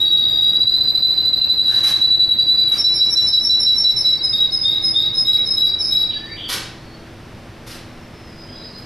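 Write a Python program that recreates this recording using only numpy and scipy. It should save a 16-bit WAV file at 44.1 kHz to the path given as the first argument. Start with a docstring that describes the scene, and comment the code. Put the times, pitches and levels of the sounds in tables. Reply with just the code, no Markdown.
"""A caged canary opens with a fast trill near 4 kHz in a live room, over soft air and appliance hum.
From 2.8 to 6 s it slows into alternating high and low whistles, with a faint thin tone beneath them.
Further off, other cage birds whistle, chirp and flutter their wings, during the song and after it.
At 7.9 s a second canary closes with a falling, pulsing whistle.
Throughout, a small camera close to the cage limits the loudest notes."""
import sys
import numpy as np
from scipy import signal
from scipy.fft import rfft, irfft
from scipy.io import wavfile
from scipy.ndimage import uniform_filter1d, minimum_filter1d

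SR = 44100
rng = np.random.default_rng(int(sys.argv[2]) if len(sys.argv) > 2 else 0)


def bounce(signal):
    """Save signal as a 16-bit WAV file at the path given by the first command-line argument."""
    frames = np.transpose(np.atleast_2d(signal))
    limited = np.clip(frames, -1, 1)
    pcm = np.round(limited * 32767).astype(np.int16)
    wavfile.write(sys.argv[1], SR, pcm)


N = 390285
T = np.arange(N) / SR

# room air: freq_hz, density_db
AIR_SPECTRUM = [(25, -1), (60, -2), (110, 0.5), (170, -1.5), (280, -5.5), (420, -7.5), (600, -9.5),
                (1000, -14.5), (2000, -17), (3700, -23), (5500, -26.5), (7000, -35.5), (10000, -37.5),
                (14000, -42.5)]
# appliance hum: freq_hz, level_db
HUM_PARTIALS = [(97.5, -52), (119, -49.5), (242.5, -51), (329, -48.5)]
# diffuse width between two close microphone ports: freq_hz, side_gain_db
DIFFUSE_WIDTH = [(30, -36), (125, -27.5), (250, -22), (700, -8), (2000, -19.5), (4000, -15), (7000, -7),
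                 (11000, -9.5)]
# room decay: freq_hz, t60_s
ROOM_DECAY = [(300, 0.72), (4000, 0.6), (8000, 0.43), (13000, 0.22)]
# nearby surfaces: delay_s, gain, port_lag_s
SURFACE_ECHOES = [(.0043, 0.78, .00002), (0.0117, 0.31, -.00002), (0.019, 0.23, .00002),
                  (.031, 0.17, -.00002)]

# Levels below are relative, ahead of trims and mix gains.
# faint thin tone near 2.2-2.4 kHz under the loud whistles: time_s, pitch_hz, level_db
FAINT_TONE = [(2.55, 2338, -57), (3.1, 2327, -55.5), (3.3, 2160, -59), (4, 2150, -58), (5.3, 2157, -57.5),
              (5.5, 2340, -64), (6.1, 2410, -50)]
# feather noise: freq_hz, density_db
FEATHER_SPECTRUM = [(200, -13), (500, -6.5), (1000, -3), (1900, -0.5), (2600, -4), (4000, 0.5),
                    (5600, -2.5), (7500, -12), (11000, -5), (12800, -8.5), (14000, -24)]
# wing flutters: start_s, length_s, level_db, tilt_db_per_octave
WING_FLUTTERS = [(1.667, 0.12, -34, -1), (1.823, 0.062, -23.5, 0.5), (2.702, 0.069, -34, 0),
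                 (3.119, 0.082, -39, 0), (6.477, 0.06, -21.5, 0.25), (7.655, 0.096, -37.5, 0),
                 (7.926, 0.023, -44, -4), (8.77, 0.018, -49, 4)]
# other birds' calls: start_s, length_s, open_hz, close_hz, level_db, rasp_ratio
FAR_CHIRPS = [ (1.154, 0.085, 2908, 2870, -50.5, 0.018), (1.393, 0.048, 2870, 2660, -41, 0.0023),
              (1.69, 0.063, 1580, 1745, -36.5, 0.043), (5.366, 0.016, 2400, 2280, -37.5, 0.058),
              (6.105, 0.03, 3475, 3360, -30, 0.093), (6.145, 0.14, 1680, 1804, -38.5, 0.0041),
              (6.269, 0.092, 1840, 2430, -40.5, .01), (6.366, 0.131, 3170, 3261, -29.5, 0.054),
              (6.799, 0.177, 4380, 4456, -49.5, 0.0066), (8.482, 0.084, 3190, 3400, -49, 0.017),
              (8.55, 0.09, 3910, 3980, -43, 0.025), (8.628, 0.082, 4280, 4540, -47, .02),
              (8.732, 0.067, 4080, 4300, -44.5, 0.027)]
# second canary's runs: start_s, end_s, first_period_s, slowing_s_per_note, duty_ratio
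RIVAL_RHYTHM = [(0, 1.8, 0.13, 0, .92), (2.024, 3.05, 0.17, .004, 0.5), (3.267, 6.5, .1776, -.0012, .43)]
# pitch of the runs: time_s, pitch_hz
RIVAL_PITCH_HZ = [(.18, 4565), (.25, 4767), (.8, 4780), (1.6, 4727), (2.2, 4520), (2.4, 4706), (2.9, 4764),
                  (3.45, 4507), (4.5, 4530), (5.35, 4576), (5.65, 4735), (6.45, 4580)]
# level of the runs: time_s, level_db
RIVAL_LEVEL_DB = [(.9, -33.5), (1.15, -40.5), (2.15, -40.5), (2.35, -30.5), (3.4, -34), (5.35, -35),
                  (5.9, -30.5), (6.45, -35.5)]
# second canary's closing whistle: time_s, pitch_hz, level_db
RIVAL_CLOSING = [(7.9, 5390, -63), (8.101, 5300, -60), (8.329, 5020, -50), (8.43, 5000, -44.5),
                 (8.7, 4965, -40), (8.85, 5050, -48)]

# near canary's high notes: harmonic, level_db
HIGH_HARMONICS = [(1, 3), (2, -20.5)]
# its low notes and trill: harmonic, level_db
LOW_HARMONICS = [(1, -0.5), (2, -43.5), (3, -33)]
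# high note answered by low: start_s, high_length_s, high_close_hz, low_scoop_hz, low_level_db
WHISTLE_PAIRS = [ (2.776, 0.044, 5395, -52, -8), (2.937, 0.043, 5375, -3, -8),
                 (3.095, 0.046, 5517, -38.5, -7.5), (3.257, 0.05, 5315, -41.5, -10),
                 (3.419, 0.054, 5444, -57, -8.5), (3.587, .055, 5350, -52, -8),
                 (3.753, 0.067, 5408, -46, -10.5), (3.954, 0.072, 5305, -91, -10),
                 (4.222, 0.091, 5060, 136.5, -12.5), (4.505, .112, 5066, 302, -13.5),
                 (4.814, 0.11, 5083, 339.5, -13.5), (5.137, .1, 5116, 58.5, -8),
                 (5.448, .1, 5150, 25, -9.5), (5.787, 0.1053, 5193, 60, -8.5)]
# both sides of the syrinx tighten together: high_close_hz, low_close_hz
PITCH_COUPLING = [(5060, 3835), (5175, 3880), (5480, 3930)]
# trill pitch: time_s, pitch_hz
TRILL_PITCH_HZ = [(0, 3856), (.32, 3822), (.54, 3882), (.73, 3996), (1.52, 3994), (1.61, 3928), (2.2, 3963),
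                  (2.32, 3920), (2.6, 3959), (2.7, 3885)]
# strength of the trill's flicks: time_s, vigour_ratio
TRILL_VIGOUR = [(.55, 0.54), (.72, 0.8), (1.65, 0.98), (2.1, 0.03)]


def undb(db):
    """Decibels to gain."""
    return 10 ** (np.asarray(db) / 20)


def unit(x):
    """Scale to rms 1."""
    return x / np.sqrt(np.mean(x ** 2))


def curve(points, at):
    """Interpolate a two-column table."""
    return np.interp(at, *np.transpose(points))


def spectrum_at(points, hz):
    """Interpolate on a log-frequency axis."""
    freq_hz, value = np.transpose(points)
    return np.interp(np.log(hz + 1), np.log(freq_hz), value)


def colour(x, points, tilt_db_per_octave=0):
    """Filter by a spectrum, tilted about 3 kHz."""
    hz = np.fft.rfftfreq(len(x), 1 / SR)
    octaves = np.log2((hz + 1) / 3000)
    return irfft(rfft(x) * undb(spectrum_at(points, hz) + tilt_db_per_octave * octaves), len(x))


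def wander(rate_hz, size):
    """Smooth random signal, rms near 1."""
    step = max(int(SR / rate_hz), 1)
    stairs = np.repeat(rng.standard_normal(size // step + 2), step)
    return unit(uniform_filter1d(stairs, step))[:size]


def add(track, start_s, sound):
    """Mix a sound in at start_s."""
    i = max(int(start_s * SR), 0)
    track[i:i + len(sound)] += sound[:max(N - i, 0)]


def gate(size, attack_s, release_s):
    """Rounded rise and fall."""
    t = np.arange(size) / SR
    ramp = np.clip(np.minimum(t / attack_s, t[::-1] / release_s), 0, 1)
    return np.sin(np.pi / 2 * ramp) ** 2


def beats(start_s, end_s, period_s, slowing_s):
    """Yield (start_s, period_s); the period changes by slowing_s per note."""
    while start_s < end_s and period_s > 0:
        yield start_s, period_s
        start_s, period_s = start_s + period_s, period_s + slowing_s


def slur(length_s, open_hz, close_hz, settle=2.966, bow=0):
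    """Pitch glide, quick then settling; bow > 0 arches it, bow < 0 sags it."""
    u = np.linspace(0, 1, int(length_s * SR))
    hz = open_hz + (close_hz - open_hz) * np.expm1(-settle * u) / np.expm1(-settle)
    return hz * (1 + bow * (np.sin(np.pi * u) - .5))


def quaver(hz, harmonics, jitter, jitter_hz=300, grit=0.03):
    """Nearly pure tone, trembling pitch, trace of roughness."""
    phase = 2 * np.pi * np.cumsum(hz * (1 + jitter * wander(jitter_hz, len(hz)))) / SR
    tone = sum(undb(db) * np.sin(k * phase) for k, db in harmonics)
    roughness = uniform_filter1d(wander(1100, len(hz)), size=24)
    return np.sqrt(2) * tone * (1 + grit * roughness)


def ports(mid, side):
    """Diffuse sound at the left and right ports."""
    side = colour(side, DIFFUSE_WIDTH)
    return np.array([mid + side, mid - side])


def room(x, build_s=0.0024):
    """Diffuse room tail, shorter in the treble."""
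    t = np.arange(SR) / SR
    hz = np.fft.rfftfreq(SR, 1 / SR)
    tails = np.zeros((2, SR))
    noise = rfft(rng.standard_normal((2, SR)))
    for centre_hz, t60_s in ROOM_DECAY:
        band = spectrum_at([(f, f == centre_hz) for f, _ in ROOM_DECAY], hz)
        tails += irfft(noise * band, SR) * np.exp(-np.log(1000) * t / t60_s)
    tails *= -np.expm1(-t / build_s)
    tails /= np.sqrt(np.sum(tails[0] ** 2))
    return signal.fftconvolve(ports(*tails), x[None], axes=1)[:, :N]


def echoes(x):
    """Reflections off nearby surfaces reach the two ports slightly apart."""
    out = np.zeros((2, N))
    for delay_s, gain, lag_s in SURFACE_ECHOES:
        for port, side in enumerate((1, -1)):
            out[port] += gain * np.interp(T - delay_s - side * lag_s / 2, T, x, left=0)
    return out


def room_air(level_db=-38.2):
    """Soft, steady, bass-heavy noise."""
    mid, side = (unit(colour(rng.standard_normal(N), AIR_SPECTRUM)) for _ in range(2))
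    return undb(level_db) * ports(mid, side)


def appliance_hum(waver_db=2, waver_rad=0.66):
    """Low partials wavering in level and phase."""
    out = np.zeros(N)
    for hz, level_db in HUM_PARTIALS:
        amplitude = np.sqrt(2) * undb(level_db + waver_db * wander(5, N))
        out += amplitude * np.sin(2 * np.pi * hz * T + waver_rad * wander(4.5, N))
    return out


def held_tone(points, jitter):
    """One pure, held, gliding tone."""
    time_s, pitch_hz, level_db = np.transpose(points)
    envelope = undb(np.interp(T, time_s, level_db, left=-120, right=-120))
    return envelope * quaver(np.interp(T, time_s, pitch_hz), [(1, 0)], jitter)


def flutters(beat_hz=26, depth=0.62, patchy_db=3):
    """Feathers brush the air in quick wingbeats."""
    out = np.zeros(N)
    for start_s, length_s, level_db, tilt in WING_FLUTTERS:
        size = int((length_s + 0.016) * SR)
        wingbeats = 1 - depth * np.cos(2 * np.pi * beat_hz * np.arange(size) / SR)
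        noise = rng.standard_normal(size) * undb(patchy_db * wander(600, size))
        brush = unit(colour(noise, FEATHER_SPECTRUM, tilt))
        add(out, start_s, undb(level_db) * brush * wingbeats * gate(size, .022, .025))
    return out


def chirps(trim_db=-1):
    """Calls from across the room; fast pitch jitter makes some raspy."""
    out = np.zeros(N)
    for start_s, length_s, open_hz, close_hz, level_db, rasp in FAR_CHIRPS:
        hz = slur(length_s, open_hz, close_hz, settle=1.5)
        tone = quaver(hz, [(1, 0)], jitter=rasp, jitter_hz=620)
        add(out, start_s, undb(level_db + trim_db) * gate(len(hz), 0.004, 0.005) * tone)
    return out


def rival_canary(arch=.008, pulse_hz=8, pulse_depth=0.38):
    """A far canary: runs of wavering notes, later a falling, pulsing whistle."""
    pulse = 1 + pulse_depth * np.sin(2 * np.pi * pulse_hz * T)
    out = held_tone(RIVAL_CLOSING, jitter=0.0082) * pulse
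    for *rhythm, duty in RIVAL_RHYTHM:
        for start_s, period_s in beats(*rhythm):
            size = int(duty * period_s * SR)
            hump = np.hanning(size)
            hz = curve(RIVAL_PITCH_HZ, start_s + np.arange(size) / SR) * (1 + arch * (hump - .5))
            level_db = curve(RIVAL_LEVEL_DB, start_s + duty * period_s / 2)
            tone = quaver(hz, [(1, 0), (2, -37.5)], jitter=0.0068, jitter_hz=150)
            add(out, start_s, undb(level_db) * hump ** 0.23 * tone)
    return out


def canary_whistles(fall_hz_per_s=1900, lead_s=.008, gap_s=.016, low_extra_s=.03, low_trim_db=0.53):
    """The two sides of the syrinx alternate: high notes dip and curl up, low notes arch."""
    out = np.zeros(N)
    for start_s, length_s, high_hz, scoop_hz, low_db in WHISTLE_PAIRS:
        hz = slur(length_s + lead_s, high_hz + fall_hz_per_s * length_s, high_hz, bow=-.013)
        high_db = -14.5 - 3.5 * np.log2(length_s / .04)  # longer notes are weaker
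        high = gate(len(hz), .038, .014) * quaver(hz, HIGH_HARMONICS, jitter=0.0059)
        add(out, start_s - lead_s, undb(high_db) * high)

        low_hz = curve(PITCH_COUPLING, high_hz)
        hz = slur(length_s + low_extra_s + lead_s, low_hz - scoop_hz, low_hz, bow=0.0099)
        low = gate(len(hz), .021, .03) * quaver(hz, LOW_HARMONICS, jitter=0.0042)
        add(out, start_s + length_s + gap_s - lead_s, undb(low_db + low_trim_db) * low)
    return out


def canary_trill(base_rise=0.0083, vigour_rise=0.02, flick=0.0066, sag=0.21, scatter=0.38,
                 start_db=-7.5, fade_db_per_s=1.3, uneven_db=1.4):
    """Rising syllables of two flicks, air pressure sagging between; they flatten as the trill slows."""
    out = np.zeros(N)
    for start_s, period_s in beats(start_s=0, end_s=2.72, period_s=.0536, slowing_s=.00134):
        rise_draw, level_draw = rng.standard_normal(2)
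        level_db = start_db - fade_db_per_s * start_s + uneven_db * level_draw
        length_s = 0.69 * period_s
        u = np.linspace(-.5, .5, int(length_s * SR))
        flick_rad = 2 * np.pi * 2 * u
        vigour = curve(TRILL_VIGOUR, start_s)
        rise = (base_rise + vigour * vigour_rise) * (1 + scatter * rise_draw)
        contour = 1 + rise * u - vigour * flick * np.sin(flick_rad)
        hz = curve(TRILL_PITCH_HZ, start_s + length_s / 2) * contour
        pressure = gate(len(u), 0.0065, 0.013) * (1 - vigour * sag * np.cos(flick_rad))
        add(out, start_s, undb(level_db) * pressure * quaver(hz, LOW_HARMONICS, jitter=0.0038))
    return out


def scene(near_direct_db=-6.5, near_room_db=-4, far_direct_db=-7, far_room_db=-2):
    """Near canary: direct, off nearby surfaces, through the room. Other birds, faint tone: mostly room."""
    song = canary_trill() + canary_whistles()
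    others = rival_canary() + held_tone(FAINT_TONE, jitter=0.0044) + chirps() + flutters()
    near = undb(near_direct_db) * (song + echoes(song)) + undb(near_room_db) * room(song)
    far = undb(far_direct_db) * others + undb(far_room_db) * room(others)
    return near + far + room_air() + appliance_hum()


def record(dry, ceiling_db=-6.5, hold_s=0.029, bend=0.036, top_hz=14100):
    """Peak limiter, slight square-law microphone distortion, steep treble cut."""
    hold = int(hold_s * SR)
    peak = -minimum_filter1d(-np.abs(dry).max(axis=0), hold)
    limited = dry * uniform_filter1d(np.minimum(1, undb(ceiling_db) / peak), hold)
    highpass = signal.butter(2, 500, "highpass", fs=SR, output="sos")
    lowpass = signal.ellip(12, .2, 90, top_hz, fs=SR, output="sos")
    distortion = bend * signal.sosfilt(highpass, limited ** 2)
    return signal.sosfilt(lowpass, limited + distortion)


dry = scene()
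out = record(dry)
bounce(out)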